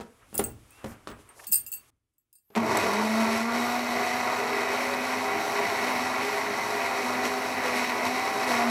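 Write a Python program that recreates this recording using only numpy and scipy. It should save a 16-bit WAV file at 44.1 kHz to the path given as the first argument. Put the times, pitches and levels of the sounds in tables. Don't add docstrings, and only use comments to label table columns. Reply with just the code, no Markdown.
import sys
import numpy as np
from scipy import signal
from scipy.fft import rfft, irfft
from scipy.io import wavfile
from scipy.ndimage import uniform_filter1d

SR = 44100
rng = np.random.default_rng(int(sys.argv[2]) if len(sys.argv) > 2 else 0)


def gain_from_decibels(decibels):
    exponent = np.asarray(decibels, float) / 20
    return 10 ** exponent


def bounce(signal):
    frames = np.transpose(np.atleast_2d(signal))
    limited = np.clip(frames, -1, 1)
    pcm = np.round(limited * 32767).astype(np.int16)
    wavfile.write(sys.argv[1], SR, pcm)


N = 383669
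T = np.arange(N) / SR
MUTE_S, START_S = 1.903, 2.551

# peak_s, length_s, level_db, kind
STROKES = [(0.47, .26, -43, "lean"), (0.9, 0.18, -49, "lean"), (1.123, .2, -47.5, "lean"),
           (1.6, 0.11, -54.5, "lean"), (1.58, .12, -64.5, "lean"), (0.868, 0.27, -50, "rub"),
           (1.117, 0.1, -48.5, "rub"), (1.3, .15, -55.5, "rub"), (0.388, 0.21, -52.5, "swish"),
           (0.75, 0.39, -62.5, "swish"), (1.207, 0.11, -64, "swish"), (0.23, .1, -57.5, "rub"),
           (1.445, .1, -52, "swish"), (1.567, .14, -55.5, "swish"), (1.92, .25, -76, "lean"),
           (1.92, .2, -88, "rub"), (2.554, 0.065, -55, "rub"), (2.553, 0.12, -71, "swish")]
# freq_hz, level_db (per Hz)
RUB_TONE = [(15, -33), (25, -8), (117, 0.5), (170, -17), (249, -9.5), (463, -18), (560, -17.5), (1260, -14),
            (1740, -20), (2220, -21), (4140, -39.5), (11000, -37), (16000, -53)]
# start_s, length_s, level_db, centre_hz
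PUFFS = [(0.05, 0.038, -71, 4100), (0.823, 0.14, -56, 9500), (1.069, 0.02, -52.5, 7300),
         (1.34, 0.12, -55.5, 8400), (1.437, .014, -50, 9000), (1.332, 0.17, -55, 760),
         (1.39, 0.019, -46, 1760), (1.431, 0.021, -52, 2100), (1.87, 0.036, -66, 8000),
         (1.465, 0.077, -55.5, 210)]
# start_s, length_s, level_db, centre_hz
SNAP = (0.838, 0.012, -50, 1900)
# time_s, pitch_hz, level_db
SQUEAK = [(0.71, 2450, -65), (0.73, 2620, -62), (0.775, 2780, -70), (0.81, 2720, -65), (0.845, 2580, -66)]
# start_s, peak_db, sharpness_db, t60_s, brightness_db (per octave)
KNOCKS = [(0.001, -27, -22, 0.2, -3), (0.329, -34.5, -22, 0.17, -9), (0.348, -31, -17, 0.21, -8),
          (0.393, -13, -20, 0.16, -0.5), (0.408, -24.5, -30, 0.1, -9), (0.843, -25.5, -28, 0.1, 0),
          (0.86, -27, -24, 0.092, -11), (0.918, -33.5, -14, 0.12, 4), (1.073, -22, -0.5, 0.13, 10),
          (1.096, -31.5, -16, 0.11, -7), (1.191, -42.5, -11.5, 0.15, 1.5), (2.503, -46.5, -15, 0.34, -1),
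          (2.5524, -19.5, -15, 0.23, 23)]
# freq_hz, width_hz, level_db
JAR_MODES = [(118, 68, -6), (218, 37, 3), (316, 25, -1), (403, 36, 2.5), (580, 160, 1), (1090, 450, -7.5),
             (2280, 910, -24.5)]
BANGLE_HZ = [
    [14015, 14960, 12000, 13450],
    [8070, 4540, 2727, 6450, 10370, 15570],
    [8710, 4950, 3930, 7480, 1650, 11590],
    [9415, 7280, 13220, 15120, 11220, 3365, 4960],
    [11760, 15600, 12380, 7300],
]
# level_db, t60_s
BANGLE_RING = [
    [(-4, .13), (-13, .14), (-18.5, 0.21), (-27.5, .1)],
    [(-1, 0.14), (-16.5, 0.26), (-16, 0.2), (-14.5, .1), (-12.5, .14), (-7.5, .13)],
    [(0, 0.13), (-10.5, 0.11), (-27.5, 0.092), (-13.5, .15), (-28.5, .06), (-12.5, .1)],
    [(-4, 0.085), (-23.5, 0.091), (-12, 0.11), (-10.5, .12), (-13, .06), (-36.5, 0.066), (-22, 0.072)],
    [(-1.5, 0.13), (-5, 0.14), (-19.5, .14), (-12, .1)],
]
# start_s, level_db, bangles from the struck one outwards, loss_db (per neighbour), slow_modes_db
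CLINKS = [(0.342, -37.5, "DCBAE", 0, -3), (0.352, -33, "DEABC", 4, -10), (0.3783, -18, "DEABC", 13, 5),
          (0.3934, -33, "DAECB", 6, 0), (0.439, -26.5, "BEDAC", 5, -7), (0.503, -53, "EDBCA", 2.5, -8),
          (0.7057, -54, "CABED", 5, -12), (1.1, -52, "BCDAE", 12, -15), (1.2899, -52, "CBEAD", 16, -14),
          (1.468, -40, "BACED", 1, 3), (1.477, -32, "AEBCD", 6, -8), (1.516, -31, "EBACD", 10, -14),
          (1.5218, -20, "AEBDC", 4, -5), (1.5283, -16.5, "ADCBE", 2.5, -1.5),
          (1.5424, -26, "ACBED", 0, -3.5), (1.556, -26, "CAEDB", 4, -0.5), (1.574, -35, "ACBED", 2.5, -6),
          (1.59, -46, "CBAED", 2, -6), (1.664, -34.5, "EDBAC", 4.5, 7), (1.679, -43, "BEDAC", 8, -3),
          (1.717, -35, "EBADC", 4, -14), (1.7258, -37.5, "BEACD", 11, 4), (1.737, -32.5, "EBACD", 3, 0),
          (2.1361, -89, "CDABE", 2, 0), (2.1818, -66.5, "EBDAC", 8, -5), (2.328, -56, "EDCBA", 3, -4),
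          (2.3535, -54, "CDBEA", 5, -4), (2.384, -66, "CEDBA", 1.5, -5)]
# clink_s, mode_hz, lift_db
FAVOURED = [(0.342, 2727, 7.5), (0.342, 6450, -12), (0.342, 7280, -10.5), (0.342, 7480, -12),
            (0.342, 8710, -12.5), (0.342, 11590, -13), (0.342, 11760, -14.5), (0.342, 12000, -14),
            (0.342, 13220, 8), (0.342, 14015, -7), (0.342, 15570, -7), (0.351, 9415, 4), (0.351, 14015, -8),
            (0.3783, 2727, 9.5), (0.3783, 13220, -7.5), (0.3783, 13450, -8.5), (0.3783, 14960, -8.5),
            (0.3783, 15120, -8.5), (0.3783, 15570, -9), (0.3934, 9415, 7), (0.3934, 10370, 10.5),
            (0.4392, 3930, 11), (0.4392, 9415, 7.5), (0.4392, 11590, -8), (0.4392, 11760, -8),
            (0.503, 8710, -10), (1.4683, 11590, -6.5), (1.4683, 11760, -7), (1.4683, 15120, 6),
            (1.4683, 15570, 6.5), (1.516, 8070, 8.5), (1.516, 8710, -10), (1.516, 14015, -5.5),
            (1.5289, 2727, -7.5), (1.5424, 6450, -13.5), (1.5424, 8710, 4), (1.5424, 13450, 8),
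            (1.5424, 14015, 9.5), (1.5424, 15570, -5), (1.556, 4540, 9), (1.556, 9415, 5.5),
            (1.556, 13450, 6), (1.556, 14015, 5.5), (1.59, 8070, -9), (1.664, 4540, -13), (1.664, 7280, 5),
            (1.664, 15570, -8), (1.679, 4540, -11), (1.717, 3365, -15), (1.7263, 14960, 7),
            (1.7263, 15120, 7), (1.7263, 15570, 9), (1.737, 4950, -10), (2.328, 3930, 13),
            (2.328, 7280, -12), (2.328, 12000, 8), (2.328, 12380, 14), (2.3535, 3930, 11),
            (2.3535, 4540, 11), (2.3535, 12380, 10)]
# start_s, peak_db, centre_hz
BITS = [(2.6612, -22, 4320), (2.7714, -10, 7450), (2.8018, -21, 4750), (2.9346, -19, 4100),
        (3.3756, -17, 4640), (7.757, -32, 4120), (8.0529, -19, 5930), (8.481, -32, 4316),
        (8.5099, -29, 5350)]
# start_s, peak_db, centre_hz
SEEDS = [(2.7453, -22, 4320), (2.7712, -19, 3890), (2.9348, -23, 4175), (3.0481, -19, 4230),
         (3.2387, -28, 3960), (3.2646, -26, 3850), (3.3753, -23, 4640), (3.6397, -30, 4220),
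         (3.7096, -27, 3840), (3.7645, -36, 4240), (4.7382, -29, 3830), (4.8774, -26, 3840),
         (5.4811, -27, 4150), (5.6342, -28.5, 3920), (5.7135, -28, 3890), (6.5776, -25, 4180),
         (6.6728, -23, 5490), (6.7696, -19, 4650), (6.924, -25, 5330), (7.0834, -22, 5230),
         (7.1458, -33, 5640), (7.2371, -26, 3920), (7.6212, -27, 5450), (7.6591, -24, 3870),
         (7.7574, -21, 3860), (7.9684, -27, 5510), (8.0253, -32.5, 3840), (8.0507, -27, 5930),
         (8.3351, -19, 3850), (8.4812, -27, 3800)]
# freq_hz, level_db, t60_s
BASE_MODES = [(224, -4, 0.4), (409, -6, 0.12), (740, -5, 0.04), (1109, -12, 0.05)]
# from_s, to_s, centre_hz, width_hz, level_db
VENTS = [(2.6, 3.6, 13300, 500, -62), (2.4, 4.6, 12300, 500, -64), (2.67, 3.6, 10500, 500, -59),
         (4.7, 9, 10700, 900, -59.5), (3.4, 9, 13100, 700, -57.5)]
# peak_s, length_s, level_db, pitch_hz
SINGING = [(2.952, 0.19, -33, 440), (3.259, 0.097, -46, 460), (4.497, 0.126, -34.5, 406),
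           (4.696, 0.13, -33.5, 403), (4.9, 0.091, -35.5, 409), (5.269, 0.14, -33, 409),
           (5.383, .05, -40, 320), (5.55, .2, -33.5, 408), (6.005, 0.16, -39, 405), (6.32, .15, -31.5, 405),
           (6.559, .07, -38, 408), (6.75, .08, -34.5, 412), (7.305, 0.21, -34, 404), (7, .06, -33, 402),
           (4.7, .06, -38, 423), (8.302, .1, -38, 411), (9.7, .12, -33, 490), (8.8, .07, -29.5, 1700),
           (6.597, 0.055, -33, 2010), (4.4, .2, -44, 1225), (8.58, 0.08, -30, 690), (8.5, 0.078, -35, 500),
           (6.849, 0.154, -34.5, 690), (4.55, .2, -37, 450), (5.55, .2, -36.5, 690), (4.9, .2, -36, 550),
           (8.05, 0.0823, -35, 690), (6.9, .25, -45, 520), (7.7, .06, -32.5, 500), (2.82, .1, -38, 380),
           (2.78, .08, -36, 325)]
# peak_s, length_s, level_db
SURGES = [(2.575, 0.016, 7.5), (2.785, 0.21, 3.5), (3.036, 0.021, -1), (3.357, 0.17, 2.5),
          (3.45, 0.11, -3.5), (3.662, 0.032, 1), (5.875, 0.53, 1.3), (6.3, 0.35, -0.5), (7.53, 0.088, -0.5),
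          (7.258, 0.035, 3), (7.665, .06, 3.5), (7.765, 0.068, 2.5), (8.067, 0.037, 4), (8.424, 0.13, 0.5),
          (8.46, 0.019, -3.5), (8.53, 0.15, 3.5), (8.7, 0.036, 2.5)]
# time_s, shaft_hz, unbalance_db, blade_db
SHAFT = [(2.8, 187.6, -40.5, -41), (3.0, 214, -31.5, -39), (3.22, 225.3, -25.5, -30),
         (3.42, 226.1, -32.5, -34.5), (3.56, 239.5, -30, -35.5), (4.3, 247.2, -40.5, -36),
         (5.1, 253.6, -38, -38), (5.72, 262, -45.5, -34), (5.88, 250.7, -36, -34.5),
         (6.42, 261.3, -42.5, -45), (6.88, 261, -45, -39), (7.1, 248.4, -34, -33), (7.6, 257.2, -41, -36.5),
         (7.76, 246.2, -34.5, -37), (8.08, 250.4, -35.5, -35), (8.3, 258.3, -46.5, -35.5),
         (8.47, 253.4, -38, -42), (8.56, 238, -28, -34.5)]
# peak_s, length_s, unbalance_db, blade_db
SWALLOWED = [(3.13, 0.053, 2, -8), (3.414, .04, 2, -10), (3.838, 0.082, 3, -16), (5.45, 0.18, -7.5, -2),
             (5.757, 0.24, -5, -7), (6.333, 0.1, -12, 9), (6.645, 0.17, -9.5, -3), (6.994, .06, -9, -3),
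             (7.285, .05, -3, -12), (7.673, .05, -8, -10), (7.974, 0.068, -11, -0.5), (8.07, .05, 0, -12),
             (8.4, .08, -6, 6)]
# order, resonance_hz, width_hz, level_db (over its load), steepness
SHAKEN = [(1, 190, 400, -1, .1), (2, 458, 85, -9, 1.4), (3, 600, 900, -1.5, .1), (4, 950, 256, -9, 1.3),
          (5, 1174, 180, -8, 1.8), (6, 1406, 110, -6, 1.4)]
# freq_hz, level_db (per Hz)
ROAR_TONE = [(15, -94), (25, -63), (87, -18.5), (185, -19.5), (242, 0.5), (354, -6.5), (405, -5), (560, -6),
             (754, -6), (1560, -11.5), (2000, -6.5), (3340, -20.5), (5430, -24.5), (12900, -27.5),
             (16000, -49)]
# freq_hz, width_hz, lift_db
BODY = [(106, 21, 6.5), (254.7, 32, -8), (281.6, 38, -8), (407.7, 40, 9), (511, 216, -7), (663, 72, 6.5),
        (950, 186, 7), (1123, 78, 6.5), (1407, 37, 7), (1980, 185, 8), (2225, 166, 8.5), (2515, 150, 9),
        (3370, 160, -1.5), (3870, 133, 8), (4340, 910, 6.5), (4950, 160, -10.5), (5555, 1550, 10),
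        (7840, 650, 4), (8800, 570, -2), (10910, 810, 2), (156, 55, -1), (13300, 1000, -1.5)]
SPLIT_HZ = (170, 560, 1500, 3200)


def colour(x, tone, peaks=()):
    f = np.linspace(1, SR / 2, 4097)
    tone_hz, tone_db = np.array(tone).T
    db = np.interp(np.log(f), np.log(tone_hz), tone_db)
    db = db + sum(lift / (1 + ((f - hz) * 2 / width) ** 2) for hz, width, lift in peaks)
    cepstrum = irfft(np.log(gain_from_decibels(db)))
    cepstrum[1:4096] *= 2
    cepstrum[4097:] = 0
    return signal.fftconvolve(x, irfft(np.exp(rfft(cepstrum))))[:len(x)]


def band(x, lo_hz, hi_hz):
    return signal.sosfilt(signal.butter(4, [lo_hz, hi_hz], "band", fs=SR, output="sos"), x)


def unit(x):
    return x / np.sqrt(np.mean(x ** 2))


def walk(rate_hz):
    k = int(SR / rate_hz)
    held = np.repeat(rng.standard_normal(N // k + 1), k)
    return unit(uniform_filter1d(uniform_filter1d(held, k), k)[:N])


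def curves(rows):
    s, *columns = np.transpose(rows)
    return [np.interp(T, s, c) for c in columns]


def add(out, s, sound):
    i = int(s * SR)
    out[i:i + len(sound)] += sound[:N - i]


def fade(t, t60):
    return np.exp(-np.log(1000) * t / t60)


def near(s, length):
    return np.clip(1 - np.abs(T - s) / length, 0, 1)


def bands(x, edges_hz, levels_db, flicker_db, rate_hz):
    cuts = (20, *edges_hz, 17000)
    out = 0
    for lo, hi, db in zip(cuts[:-1], cuts[1:], levels_db):
        out = out + unit(band(x, lo, hi)) * gain_from_decibels(db + flicker_db * walk(rate_hz))
    return out


def kitchen(x, wet_db):
    t = T[:SR // 2]
    tail = rng.standard_normal(len(t)) * fade(t, 0.18)
    tail += 3.7 * band(rng.standard_normal(len(t)), 55, 2000) * fade(t, 0.33)
    tail[:200] = 0
    return x + gain_from_decibels(wet_db) * signal.fftconvolve(x, tail / np.sqrt(np.sum(tail ** 2)))[:N]


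def pressure():
    rise, drop_db = 0.41, 13.5
    open_db, muted_db = (-68, -68.5, -68), (-87, -99, -93.5)
    power = [gain_from_decibels(2 * np.where(T < MUTE_S, a, b)) for a, b in zip(open_db, muted_db)]
    for s, length, db, kind in STROKES:
        away = np.maximum((s - T) / rise, (T - s) / (1 - rise)) / length
        heard = (T < MUTE_S) == (s < MUTE_S)
        k = ("lean", "rub", "swish").index(kind)
        power[k] = power[k] + heard * gain_from_decibels(2 * (db - drop_db * away))
    return 10 * np.log10(power)


def squeak():
    hz, db = curves(SQUEAK)
    on = (T > SQUEAK[0][0]) & (T < SQUEAK[-1][0])
    phase = 2 * np.pi * np.cumsum(hz * (1 + 0.008 * walk(90))) / SR
    return on * gain_from_decibels(db + 6 + 1.5 * walk(61)) * np.sin(phase)


def hands():
    noise = colour(rng.standard_normal(N), RUB_TONE)
    out = bands(noise, (400, 3500), pressure(), 0.82, 30) * (T < 2.56)
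    for s, length, db, hz in [*PUFFS, SNAP]:
        swell = np.sin(np.pi * np.linspace(0, 1, int(length * SR))) ** 1.2
        air = band(rng.standard_normal(len(swell)), hz * 0.5, min(hz * 1.48, 16000))
        add(out, s, gain_from_decibels(db) * swell * unit(air))
    return out + squeak()


def knocks():
    out, t = np.zeros(N), T[:SR // 2]
    for s, peak_db, sharp_db, t60, tilt_db in KNOCKS:
        uneven = gain_from_decibels(4.4 * rng.standard_normal(len(t) // 300 + 1)).repeat(300)[:len(t)]
        rattle = rng.standard_normal(len(t)) * fade(t, max(t60, 0.02)) * uneven
        push = 2.4 * fade(t, 0.0006) + 0.5 * rattle
        body = 0
        for hz, width, db in JAR_MODES:
            r = np.exp(-np.pi * width / SR)
            resonator = [1, -2 * r * np.cos(2 * np.pi * hz / SR), r * r]
            body = body + gain_from_decibels(db + tilt_db * np.log2(hz / 400)) * signal.lfilter([1, 0, -1], resonator, push)
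        crack = band(rng.standard_normal(len(t)) * (fade(t, 0.0039) + 0.11 * fade(t, 0.1)), 1100, 4900)
        add(out, s, gain_from_decibels(peak_db) * (body / np.abs(body).max() + gain_from_decibels(sharp_db) * crack))
    return out


def stray_modes(t, level_db):
    pitch, size, ring_s = rng.random((3, 14, 1))
    hz = 1500 + 14300 * pitch ** 0.8
    db = level_db - 20 - 9.9 * size + 7.5 * np.log2(hz / 9000)
    return np.sum(gain_from_decibels(db) * fade(t, 0.02 + 0.07 * ring_s) * np.sin(2 * np.pi * hz * t), axis=0)


def bangles():
    out, t = np.zeros(N), T[:SR // 4]
    choked = 0.83 * fade(t, 0.02)
    for s, level_db, order, step_db, slow_db in CLINKS:
        haze = rng.standard_normal(len(t)) * (fade(t, 0.008) + 0.18 * fade(t, 0.09))
        ring = gain_from_decibels(level_db - 2.5) * band(haze, 6500, 16000) + stray_modes(t, level_db)
        for name, tones, modes in zip("ABCDE", BANGLE_HZ, BANGLE_RING):
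            share_db = level_db - step_db * order.index(name)
            for hz, (mode_db, t60) in zip(tones, modes):
                luck = rng.standard_normal(4)
                db = share_db + mode_db + slow_db * (hz < 5500) + 0.74 * luck[1]
                db += sum(lift for at, mode_hz, lift in FAVOURED if abs(at - s) < 0.004 and abs(mode_hz - hz) < 60)
                if s < 1.4 and abs(hz - 4500) < 700:
                    db -= 7.5
                split_hz = 0.0044 * hz * gain_from_decibels(4.8 * luck[3])
                beat = 1 + 0.52 * np.cos(2 * np.pi * split_hz * t + 6 * luck[0])
                tone = np.sin(2 * np.pi * hz * (1 + 0.0015 * luck[2]) * t)
                ring += gain_from_decibels(db) * beat * (fade(t, t60) + choked) * tone
        add(out, s, ring * np.minimum(t / 0.00053, 1))
    return out


def jerk():
    out, t = np.zeros(N), T[:SR // 3]
    for s, bump_db in ((2.5645, -18), (2.5735, -16.5)):
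        modes = sum(gain_from_decibels(db) * fade(t, t60) * np.sin(2 * np.pi * hz * t) for hz, db, t60 in BASE_MODES)
        add(out, s, gain_from_decibels(bump_db) * modes)
    return band(out, 190, 8000)


def bits():
    out, t = np.zeros(N), T[:SR // 20]
    for s, peak_db, hz in [*BITS, *[(s, db - 4, hz) for s, db, hz in SEEDS]]:
        tick = rng.standard_normal(len(t)) * fade(t, 0.021)
        bright = 0.53 * gain_from_decibels(0.35 * (peak_db + 18)) * band(tick, 3800, 13400)
        pitched = 1.4 * band(tick, hz * 1.02, hz * 1.1)
        add(out, s, gain_from_decibels(peak_db - 7) * (bright + pitched))
    return out


def vents():
    out, air = 0, rng.standard_normal(N)
    for start, end, hz, width, db in VENTS:
        on = np.clip(np.minimum(T - start, end - T) / 0.25, 0, 1)
        out = out + gain_from_decibels(db) * on * unit(signal.lfilter(*signal.iirpeak(hz, hz / width, fs=SR), air))
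    return out * gain_from_decibels(1.4 * walk(15))


def singing():
    out, rough_db, waver = np.zeros(N), 2 * walk(40), 0.0116 * walk(35)
    for s, length, db, hz in SINGING:
        on = np.abs(T - s) < length
        swell = (1 - np.abs(T[on] - s) / length) ** 0.38
        phase = 2 * np.pi * np.cumsum(hz * (1 + waver[on])) / SR
        out[on] += gain_from_decibels(db + rough_db[on]) * swell * np.sin(phase)
    return out


def shaft_tones(shaft_hz, turn, unbalance_db, blade_db):
    for s, length, first_db, pulp_db in SWALLOWED:
        unbalance_db = unbalance_db + first_db * near(s, length)
        blade_db = blade_db + pulp_db * near(s, length)
    tones = 0
    for k, peak_hz, width, db, steep in SHAKEN:
        load_db = unbalance_db + 1.6 * walk(20) if k == 1 else blade_db + 2.6 * walk(12)
        off_db = steep * 10 * np.log10(1 + ((k * shaft_hz - peak_hz) * 2 / width) ** 2)
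        tones = tones + gain_from_decibels(db + 2.5 + load_db - off_db) * np.sin(k * turn)
    return tones * np.clip((T - 2.78) / 0.1, 0, 1)


def roar_levels(since):
    surge_db = sum(db * near(s, length) for s, length, db in SURGES)
    settle_db = 12.5 * np.exp(-since / 0.19)
    slow_db = 18.5 * np.exp(-since / 0.076)
    held_db = -7 * np.clip((2.63 - T) / 0.035, 0, 1)
    rumble_db = -53.5 + 2 * settle_db - 1.7 * slow_db + 0.85 * surge_db
    shake_db = -39 + settle_db + 0.86 * walk(16) + 1.1 * surge_db - 0.3 * slow_db + held_db
    cut_db = surge_db + 3 * np.exp(-since / 0.26) - 0.57 * slow_db
    chop_db = cut_db - 34.5 - 4.5 * np.exp(-since / 0.58)
    hiss_db = -40 + 1.51 * surge_db - slow_db
    return rumble_db, shake_db, cut_db - 32.5, chop_db, hiss_db


def roar(turn):
    since = np.maximum(T - START_S, 0)
    grain = gain_from_decibels(1.1 * rng.exponential(size=N // 32 + 1)).repeat(32)[:N]
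    air = rng.standard_normal(N) * grain * (1 + 0.19 * np.cos(turn))
    per_s = 140 * (1 + 3 * np.exp(-np.abs(T - START_S) / 0.46))
    struck = rng.random(N) < per_s / SR
    air += struck * gain_from_decibels(11 + 2.94 * np.minimum(rng.exponential(size=N), 3)) * np.sign(air)
    noise = bands(colour(air, ROAR_TONE, BODY), SPLIT_HZ, roar_levels(since), 1, 20)
    return noise * np.clip(since / 0.0051, 0, 1)


def motor():
    shaft_hz, unbalance_db, blade_db = curves(SHAFT)
    turn = 2 * np.pi * np.cumsum(shaft_hz * (1 + 0.00403 * walk(18))) / SR
    return shaft_tones(shaft_hz, turn, unbalance_db, blade_db) + roar(turn)


def scene():
    early, late = T < MUTE_S, T > MUTE_S + 0.2
    hits = 0
    for x, wet_db in ((bangles(), -6), (knocks() + jerk() + bits(), -14)):
        hits = hits + kitchen(x * early, wet_db) * early + kitchen(x * late, wet_db)
    return (hits + hands() + vents() + singing() + motor())[None]


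def top_cut(x):
    return signal.sosfilt(signal.butter(12, 16470, fs=SR, output="sos"), x)


def record(dry):
    top = signal.sosfilt(signal.ellip(8, 0.5, 60, 15800, fs=SR, output="sos"), dry)
    return top_cut(top)


dry = scene()
out = record(dry)
bounce(out)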